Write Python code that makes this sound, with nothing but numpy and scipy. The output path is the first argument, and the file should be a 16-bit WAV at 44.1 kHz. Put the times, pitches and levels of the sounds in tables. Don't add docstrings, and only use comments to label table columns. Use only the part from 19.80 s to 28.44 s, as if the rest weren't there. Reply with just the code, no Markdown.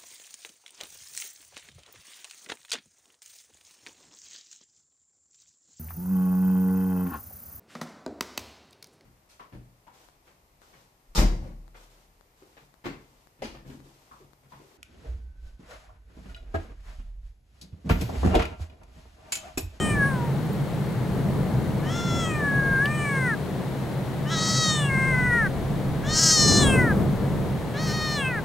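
import sys
import numpy as np
from scipy import signal
from scipy.fft import rfft, irfft, next_fast_len
from scipy.io import wavfile

SR = 44100
rng = np.random.default_rng(int(sys.argv[2]) if len(sys.argv) > 2 else 0)


def wav_out(sig):
    wavfile.write(sys.argv[1], SR, np.round(np.clip(np.atleast_2d(sig).T, -1, 1) * 32767).astype(np.int16))


N = 381024
TIME = np.arange(N) / SR

# start in seconds, end in seconds, length of the upward scoop in seconds,
# final fall as a share of pitch, hoarseness with the mouth wide open (0-1),
# time the tongue stays down in seconds, extra treble in dB.
MEOWS = [(-.3, .53, .1, 0.073, 0.37, 0.31, 5), (2.018, 3.555, .17, 0.23, .45, 0.49, 2.5),
         (4.443, 5.684, .09, 0.22, 0.08, 0.56, -0.5), (6.22, 7.138, .12, .24, 0.09, 0.63, 1),
         (7.929, 8.609, 0.097, 0.25, 0.07, 0.48, -.5)]
# time in seconds, pitch in Hz.
MELODIES = [
    [(0.0, 627), (0.014, 622), (0.1, 604.8), (0.244, 543), (0.274, 559), (0.41, 477)],
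    [(2.18, 694), (2.378, 680), (2.46, 647), (2.638, 574), (2.738, 553), (2.874, 544), (2.974, 530),
     (3.088, 593), (3.152, 604), (3.256, 581), (3.46, 504)],
    [(4.52, 670), (4.548, 658), (4.576, 632.6), (4.778, 646.1), (4.856, 630), (4.952, 610), (5.11, 536.4),
     (5.172, 530.4), (5.28, 532), (5.344, 509.6), (5.476, 493), (5.59, 466.9)],
    [(6.33, 629), (6.386, 629), (6.396, 653), (6.556, 626.5), (6.582, 607.6), (6.76, 587), (6.798, 597.3),
     (6.834, 576), (6.852, 554.4), (7.04, 489)],
    [(8.02, 636), (8.066, 632), (8.078, 616), (8.118, 604), (8.14, 625), (8.344, 603.5), (8.452, 523),
     (8.482, 518.8), (8.52, 499)],
]
# time in seconds, mouth resonance in Hz, effort in dB.
GESTURES = [
    [(0, 3030, -4.5), (.12, 2500, 0.5), (.18, 1650, -5.5), (.25, 1450, 4), (.33, 1313, 0.5),
     (.42, 1080, -3.5), (.52, 1020, -17)],
    [(2.15, 3500, -6.5), (2.27, 3550, -9.5), (2.44, 3220, -5), (2.52, 2570, -5.5), (2.62, 1810, -5),
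     (2.82, 1540, -6), (2.98, 1500, -2), (3.06, 1790, -2.5), (3.18, 2640, -5), (3.33, 1930, 0),
     (3.48, 1760, -0.5), (3.55, 1605, -8)],
    [(4.55, 4000, -1.5), (4.7, 4300, 0), (4.86, 4030, 1.5), (4.95, 3690, 1), (5.0, 3360, -0.5),
     (5.075, 2900, -4.5), (5.11, 2015, 1), (5.32, 2023, 0), (5.43, 1863, -2), (5.54, 1840, 2.5),
     (5.68, 1620, -5.5)],
    [(6.29, 4150, -2.5), (6.36, 4610, 1), (6.41, 4660, 2.5), (6.49, 4570, 3.5), (6.55, 4320, 5.5),
     (6.77, 4180, 3.5), (6.86, 3405, 2), (6.92, 2785, 4), (7.01, 1860, 1.5), (7.13, 1440, -6.5)],
    [(8.02, 4660, -1), (8.16, 4240, -4), (8.26, 4080, -3.5), (8.35, 4230, -2), (8.41, 3120, -0.5),
     (8.47, 2720, -2), (8.53, 1956, -7.5), (8.61, 1500, -14)],
]
# time in seconds, left minus right in dB.
PAN = [(0, 1.9), (3, 2.5), (5.3, 2), (6.5, 2), (8.3, 1)]


def kitten():
    pan_db, = in_time(PAN, TIME)
    voice = sum(meow(*call) for call in zip(MEOWS, MELODIES, GESTURES))
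    return voice * from_db(pan_db * np.array([[.5], [-.5]]))


SCOOP_SHARE, SCOOP_BEND = .21, 1.5
FALL_S, FALL_BEND = .105, 1.4
ONSET_ROUGH_S = .07
ONSET_WOBBLE, WOBBLES_PER_S = 0.0197, 45
OPENING_S, OPENING_SHARE = 0.049, 0.45
ATTACK_S, ATTACK_DB, RELEASE_S = .055, 21.5, 0.018
TONGUE_SNAP = 7.4
# frequency in Hz, level in dB.
RASP = [(1200, -20), (3000, -11), (5000, -5.5), (7000, 2.5), (12000, -1)]


def meow(row, melody, gesture, jitter=0.0033, cycle_jitter=0.19, shimmer_db=0.94, rasp_burst_db=1.0, count=60):
    start, end, scoop_s, fall, hoarse, tongue_s, treble_db = row
    t = TIME[(TIME >= start) & (TIME < end)]
    age, left = t - start, end - t
    pitch, = in_time(melody, t)
    pitch = pitch * (1 - SCOOP_SHARE * ramp(1 - age / scoop_s) ** SCOOP_BEND)
    pitch = pitch * (1 - fall * ramp(1 - left / FALL_S) ** FALL_BEND)
    pitch = pitch * (1 + ONSET_WOBBLE * np.exp(-age / ONSET_ROUGH_S) * flutter(t, WOBBLES_PER_S))
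    mouth_hz, effort_db = in_time(gesture, t)
    mouth_hz = mouth_hz * (1 - OPENING_SHARE * np.exp(-age / OPENING_S))
    effort_db = effort_db - ATTACK_DB * np.exp(-age / ATTACK_S)
    tongue_down = np.exp(-(age / tongue_s) ** TONGUE_SNAP)
    rough, doubling = hoarseness(t, age, mouth_hz, hoarse)
    pitch = pitch * (1 + jitter * (1 + 2 * rough) * flutter(t, 90.04))
    rough = rough * from_db(rasp_burst_db * flutter(t, 48.2))
    phase = 2 * np.pi * np.cumsum(pitch) / SR + cycle_jitter * rough * flutter(t, 450)
    coarse = slice(None, None, 64)
    tract_state = [x[coarse] for x in (tongue_down, mouth_hz, effort_db)]
    out = np.zeros(len(t))
    for k in range(2, count):
        hz = k / 2 * pitch[coarse]
        gain = np.interp(t, t[coarse], tract(t[coarse], hz, *tract_state, treble_db))
        line = doubling if k % 2 else 1
        rasp = from_db(at_hz(RASP, hz.mean())) * rough * flutter(t, 330)
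        out += gain * (line + rasp) * np.cos(k / 2 * phase + k * k / 20)
    fade = ramp(np.minimum(age, left) / RELEASE_S)
    shimmer = from_db(shimmer_db * flutter(t, 68.83))
    out *= fade * shimmer / np.sqrt(1 + rough ** 2)
    before = np.searchsorted(TIME, start)
    return np.pad(out, (before, N - before - len(t)))


ONSET_ROUGH, ONSET_DOUBLING = 0.7, 0.18
CALM_ROUGH, CALM_DOUBLING = 0.046, 0.019
CRACK_EDGE_S = 0.024
# start in seconds, end in seconds, added roughness (0-1),
# added share of period doubling (0-1).
CRACKS = [(2.11, 2.19, .35, .15), (4.51, 4.56, .05, .6), (4.57, 4.78, .3, .03), (6.35, 6.52, .27, .8),
          (8.065, 8.135, .2, .3)]


def hoarseness(t, age, mouth_hz, hoarse):
    settling = np.exp(-age / ONSET_ROUGH_S)
    widest_hz = VOWELS[-1][0]
    rough = CALM_ROUGH + ONSET_ROUGH * settling + hoarse * (mouth_hz / widest_hz) ** 2
    doubling = CALM_DOUBLING + ONSET_DOUBLING * settling
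    for start, end, added, share in CRACKS:
        inside = ramp(np.minimum(t - start, end - t) / CRACK_EDGE_S + .5)
        rough, doubling = rough + added * inside, doubling + share * inside
    return ramp(rough), ramp(doubling)


NOSE_HZ, NOSE_WIDTH_HZ, NOSE_DB = 6000, 900, -26
# frequency in Hz, gain in dB.
THROAT = [(600, -15), (1100, 1.5), (1400, 8), (1850, 2), (2400, -11), (3100, -28), (4500, -29), (8000, -49)]
# frequency in Hz, gain in dB.
UPPER = [(3000, -15), (4500, -6), (5300, -1), (6200, -7), (7100, -8), (7800, -7.5), (9000, -9.3),
         (10000, -11), (11000, -16), (15500, -26)]
# time in seconds, turn from 0 facing to 1 in profile.
TURN = [(7.2, 0), (7.6, 1)]
# frequency in Hz, gain in dB.
PROFILE = [(1300, -1), (1850, 0.5), (2500, 6.5), (3100, -4.5), (3800, -3), (5600, -5.5), (7500, -10.5),
           (9300, -3), (11800, 0), (13800, 7)]
# centre in Hz, half-width in Hz, gain in dB.
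HEAD = [(6200, 500, 1), (9300, 650, 5), (10550, 450, -7)]


def tract(t, hz, tongue_down, mouth_hz, effort_db, treble_db,
          mouth_width_hz=340, widening=1.0, upper_width_hz=2000, leak_db=-20,
          top_hz=12000, top_width_hz=1400, top_db=-30, back_hz=3100, back_width_hz=260, back_db=-4):
    throat_db, mouth_db, upper_hz, upper_db = vowel(tongue_down, mouth_hz, effort_db)
    turn, = in_time(TURN, t)
    opening = mouth_hz / 2000
    throat = from_db(throat_db + at_hz(THROAT, hz))
    mouth = from_db(mouth_db) * resonance(hz, mouth_hz, mouth_width_hz * opening ** widening) ** 2
    upper_shape = np.hypot(resonance(hz, upper_hz, upper_width_hz) ** 2, from_db(leak_db))
    upper = from_db(upper_db + treble_db + at_hz(UPPER, hz)) * upper_shape
    gape = (opening / 2) ** 4
    back = from_db(throat_db + back_db) * gape * resonance(hz, back_hz, back_width_hz)
    top = from_db(upper_db + top_db) * gape / 2 * resonance(hz, top_hz, top_width_hz)
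    nose = from_db(throat_db + NOSE_DB) * resonance(hz, NOSE_HZ, NOSE_WIDTH_HZ)
    head_db = turn * at_hz(PROFILE, hz)
    head_db = head_db + sum(db * resonance(hz, centre, width) for centre, width, db in HEAD)
    power = throat ** 2 + mouth ** 2 + upper ** 2 + back ** 2 + top ** 2 + nose ** 2
    return np.sqrt(2 * power) * from_db(head_db)


THROAT_FOLLOWS, UPPER_FOLLOWS = 0.56, 1.24
TONGUE_HZ = 6290
STRAIN_HZ_PER_DB = 90
# mouth resonance in Hz,
# throat level in dB, mouth level in dB, upper resonance in Hz, upper level in dB.
VOWELS = [(1150, -57, -23.5, 7900, -65), (1510, -40.5, -20, 10400, -51.5), (1900, -37, -26, 8740, -51.5),
          (2480, -38, -32, 8660, -43.5), (3300, -38, -31.5, 9250, -35.5), (4110, -37, -28.5, 7500, -29.5),
          (4690, -44.5, -37, 7000, -24.5)]


def vowel(tongue_down, mouth_hz, effort_db):
    throat_db, mouth_db, upper_hz, upper_db = in_time(VOWELS, mouth_hz)
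    lifted_hz = upper_hz + STRAIN_HZ_PER_DB * effort_db
    upper_hz = tongue_down * TONGUE_HZ + (1 - tongue_down) * lifted_hz
    throat_db = throat_db + THROAT_FOLLOWS * effort_db
    return throat_db, mouth_db + effort_db, upper_hz, upper_db + UPPER_FOLLOWS * effort_db


def near_echo(sound, echo_db=-13, left_s=0.000823, right_s=0.000844):
    echo = [np.interp(TIME - delay, TIME, channel) for channel, delay in zip(sound, (left_s, right_s))]
    return sound - from_db(echo_db) * np.array(echo)


def quay(sound, scatter_db=-24, t60=0.052):
    t = np.arange(SR // 2) / SR
    tail = rng.standard_normal((2, len(t))) * from_db(-60 * t / t60) * (t > .003)
    tail /= np.sqrt(np.sum(tail ** 2, axis=1, keepdims=True))
    return from_db(scatter_db) * signal.fftconvolve(sound, tail, axes=1)[:, :N]


# start in seconds, level before the decay in dB, centre in Hz.
TICK_PARTS = [(.731, -45, 14000), (3.057, -30, 3050), (3.057, -39, 4500), (3.056, -44, 11800)]


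def ticks(t60=0.038, width_share=0.07):
    out, t = np.zeros(N), np.arange(SR // 20) / SR
    hz = np.fft.rfftfreq(len(t), 1 / SR)
    for s, db, centre in TICK_PARTS:
        noise = rfft(rng.standard_normal(len(t)))
        grain = irfft(noise * resonance(hz, centre, width_share * centre), len(t))
        at = int(s * SR)
        out[at:at + len(t)] += rms_one(grain) * from_db(db - 60 * t / t60)
    return out


# time in seconds, level in dB.
ENGINE_LEVEL = [(0, -27), (1.3, -25.5), (2.4, -29), (3.2, -28.5), (3.9, -31.5), (5.1, -26), (6.2, -28.5),
                (7.1, -25.5), (7.8, -29.5), (8.64, -30.5)]
# centre in Hz, full width at half gain in Hz, relative level in dB.
EXHAUST = [(136.8, 30, 1), (171, 60, -10), (199.6, 22, -6.5)]


def engine():
    def exhaust(hz):
        return sum(from_db(db) * resonance(hz, centre, width / 2) for centre, width, db in EXHAUST)
    level_db, = in_time(ENGINE_LEVEL, TIME)
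    return from_db(level_db) * stereo_noise(exhaust)


AIR_DB = -32.5
DEEP_HZ, DEEP_WIDTH_HZ = 46.4, 90
# frequency in Hz, relative density in dB per Hz.
AIR = [(25, -15), (60, -4), (100, -2), (250, -3), (450, -5), (900, -12), (1300, -18.5), (2100, -21),
       (2500, -26.5), (4200, -28), (5000, -34.5), (9000, -36.5), (13000, -37.5), (16000, -49)]
# frequency in Hz, relative density in dB per Hz.
RUMBLE = [(25, -16.5), (80, -4.5), (200, -7), (350, -11), (700, -21), (1400, -33), (3000, -55),
          (8000, -53.5)]


def harbour(lumpy_db=1.0):
    air = from_db(AIR_DB) * stereo_noise(lambda hz: from_db(at_hz(AIR, hz)))
    rumble = stereo_noise(lambda hz: from_db(at_hz(RUMBLE, hz)))
    deep = stereo_noise(lambda hz: resonance(hz, DEEP_HZ, DEEP_WIDTH_HZ))
    rumble_gain, deep_gain = swells()
    lumps = from_db(lumpy_db * flutter(TIME, 14))
    return air + lumps * (rumble_gain * rumble + deep_gain * deep)


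SWELL_RISE_S, RUMBLE_REST_DB = 0.11, -46
# start in seconds, hold after the rise in seconds, rumble level in dB,
# decay time constant in seconds, deep bass level in dB.
SWELLS = [(-.1, 0.13, -27.5, 0.34, -39), (1.25, 0.23, -29, 0.98, -43), (2.236, 0.03, -27.5, 0.2, -47),
          (2.55, 0.24, -31.5, 0.33, -44), (5.05, 0.95, -34, 0.9, -35), (6.545, 0.22, -18.5, 0.39, -52),
          (7.14, 0.19, -31.5, 0.43, -36), (7.95, 0.29, -45, .4, -39.5)]


def swells():
    power, deep_power = from_db(RUMBLE_REST_DB) ** 2, 0
    for start, hold, db, decay, deep_db in SWELLS:
        age = TIME - start
        shape = ramp(age / SWELL_RISE_S) * np.exp(-np.maximum(age - SWELL_RISE_S - hold, 0) / decay)
        power = power + (from_db(db) * shape) ** 2
        deep_power = deep_power + (from_db(deep_db) * shape) ** 2
    return np.sqrt(power), np.sqrt(deep_power)


# frequency in Hz, likeness (0-1).
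LIKENESS = [(60, 0.57), (140, 0.94), (280, 0.63), (550, 0.84), (1200, 0.78), (4000, 0.4), (12000, 0.8)]
# frequency in Hz, left minus right in dB.
LEAN = [(200, 0.5), (700, 2.5), (4400, 3.5), (8000, 0.5)]


def stereo_noise(colour):
    size = next_fast_len(N)
    hz = np.maximum(np.fft.rfftfreq(size, 1 / SR), 1)
    mid, side = rfft(rng.standard_normal((2, size)))
    alike = np.clip(at_hz(LIKENESS, hz), 0, 1)
    pair = np.sqrt(1 + alike) * mid + np.sqrt(1 - alike) * side * [[1], [-1]]
    pair *= from_db(at_hz(LEAN, hz) * [[.5], [-.5]])
    low_cut = hz / np.hypot(hz, 20)
    return rms_one(irfft(pair * colour(hz) * low_cut, size)[:, :N])


def from_db(db):
    return 10 ** (np.asarray(db) / 20)


def rms_one(x):
    return x / np.sqrt(np.mean(x ** 2) + 1e-20)


def ramp(x):
    return np.clip(x, 0, 1)


def in_time(rows, t):
    s, *columns = np.transpose(rows)
    return [np.interp(t, s, c) for c in columns]


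def at_hz(points, hz):
    f, value = np.transpose(points)
    return np.interp(np.log(hz), np.log(f), value)


def flutter(t, rate):
    knots = np.arange(t[0], t[-1] + 2 / rate, 1 / rate)
    return rms_one(np.interp(t, knots, rng.standard_normal(len(knots))))


def resonance(hz, centre, width):
    return 1 / (1 + ((hz - centre) / width) ** 2)


def scene():
    voice = near_echo(kitten())
    return voice + quay(voice) + ticks() + engine() + harbour()


CUTOFF_HZ = 15900


def record(dry, whine_db=-70):
    whine = np.sqrt(2) * from_db(whine_db) * np.sin(2 * np.pi * 15734 * TIME)
    low_pass = signal.ellip(12, .1, 80, CUTOFF_HZ, fs=SR, output="sos")
    return signal.sosfilt(low_pass, dry + whine)


dry = scene()
out = record(dry)
wav_out(out)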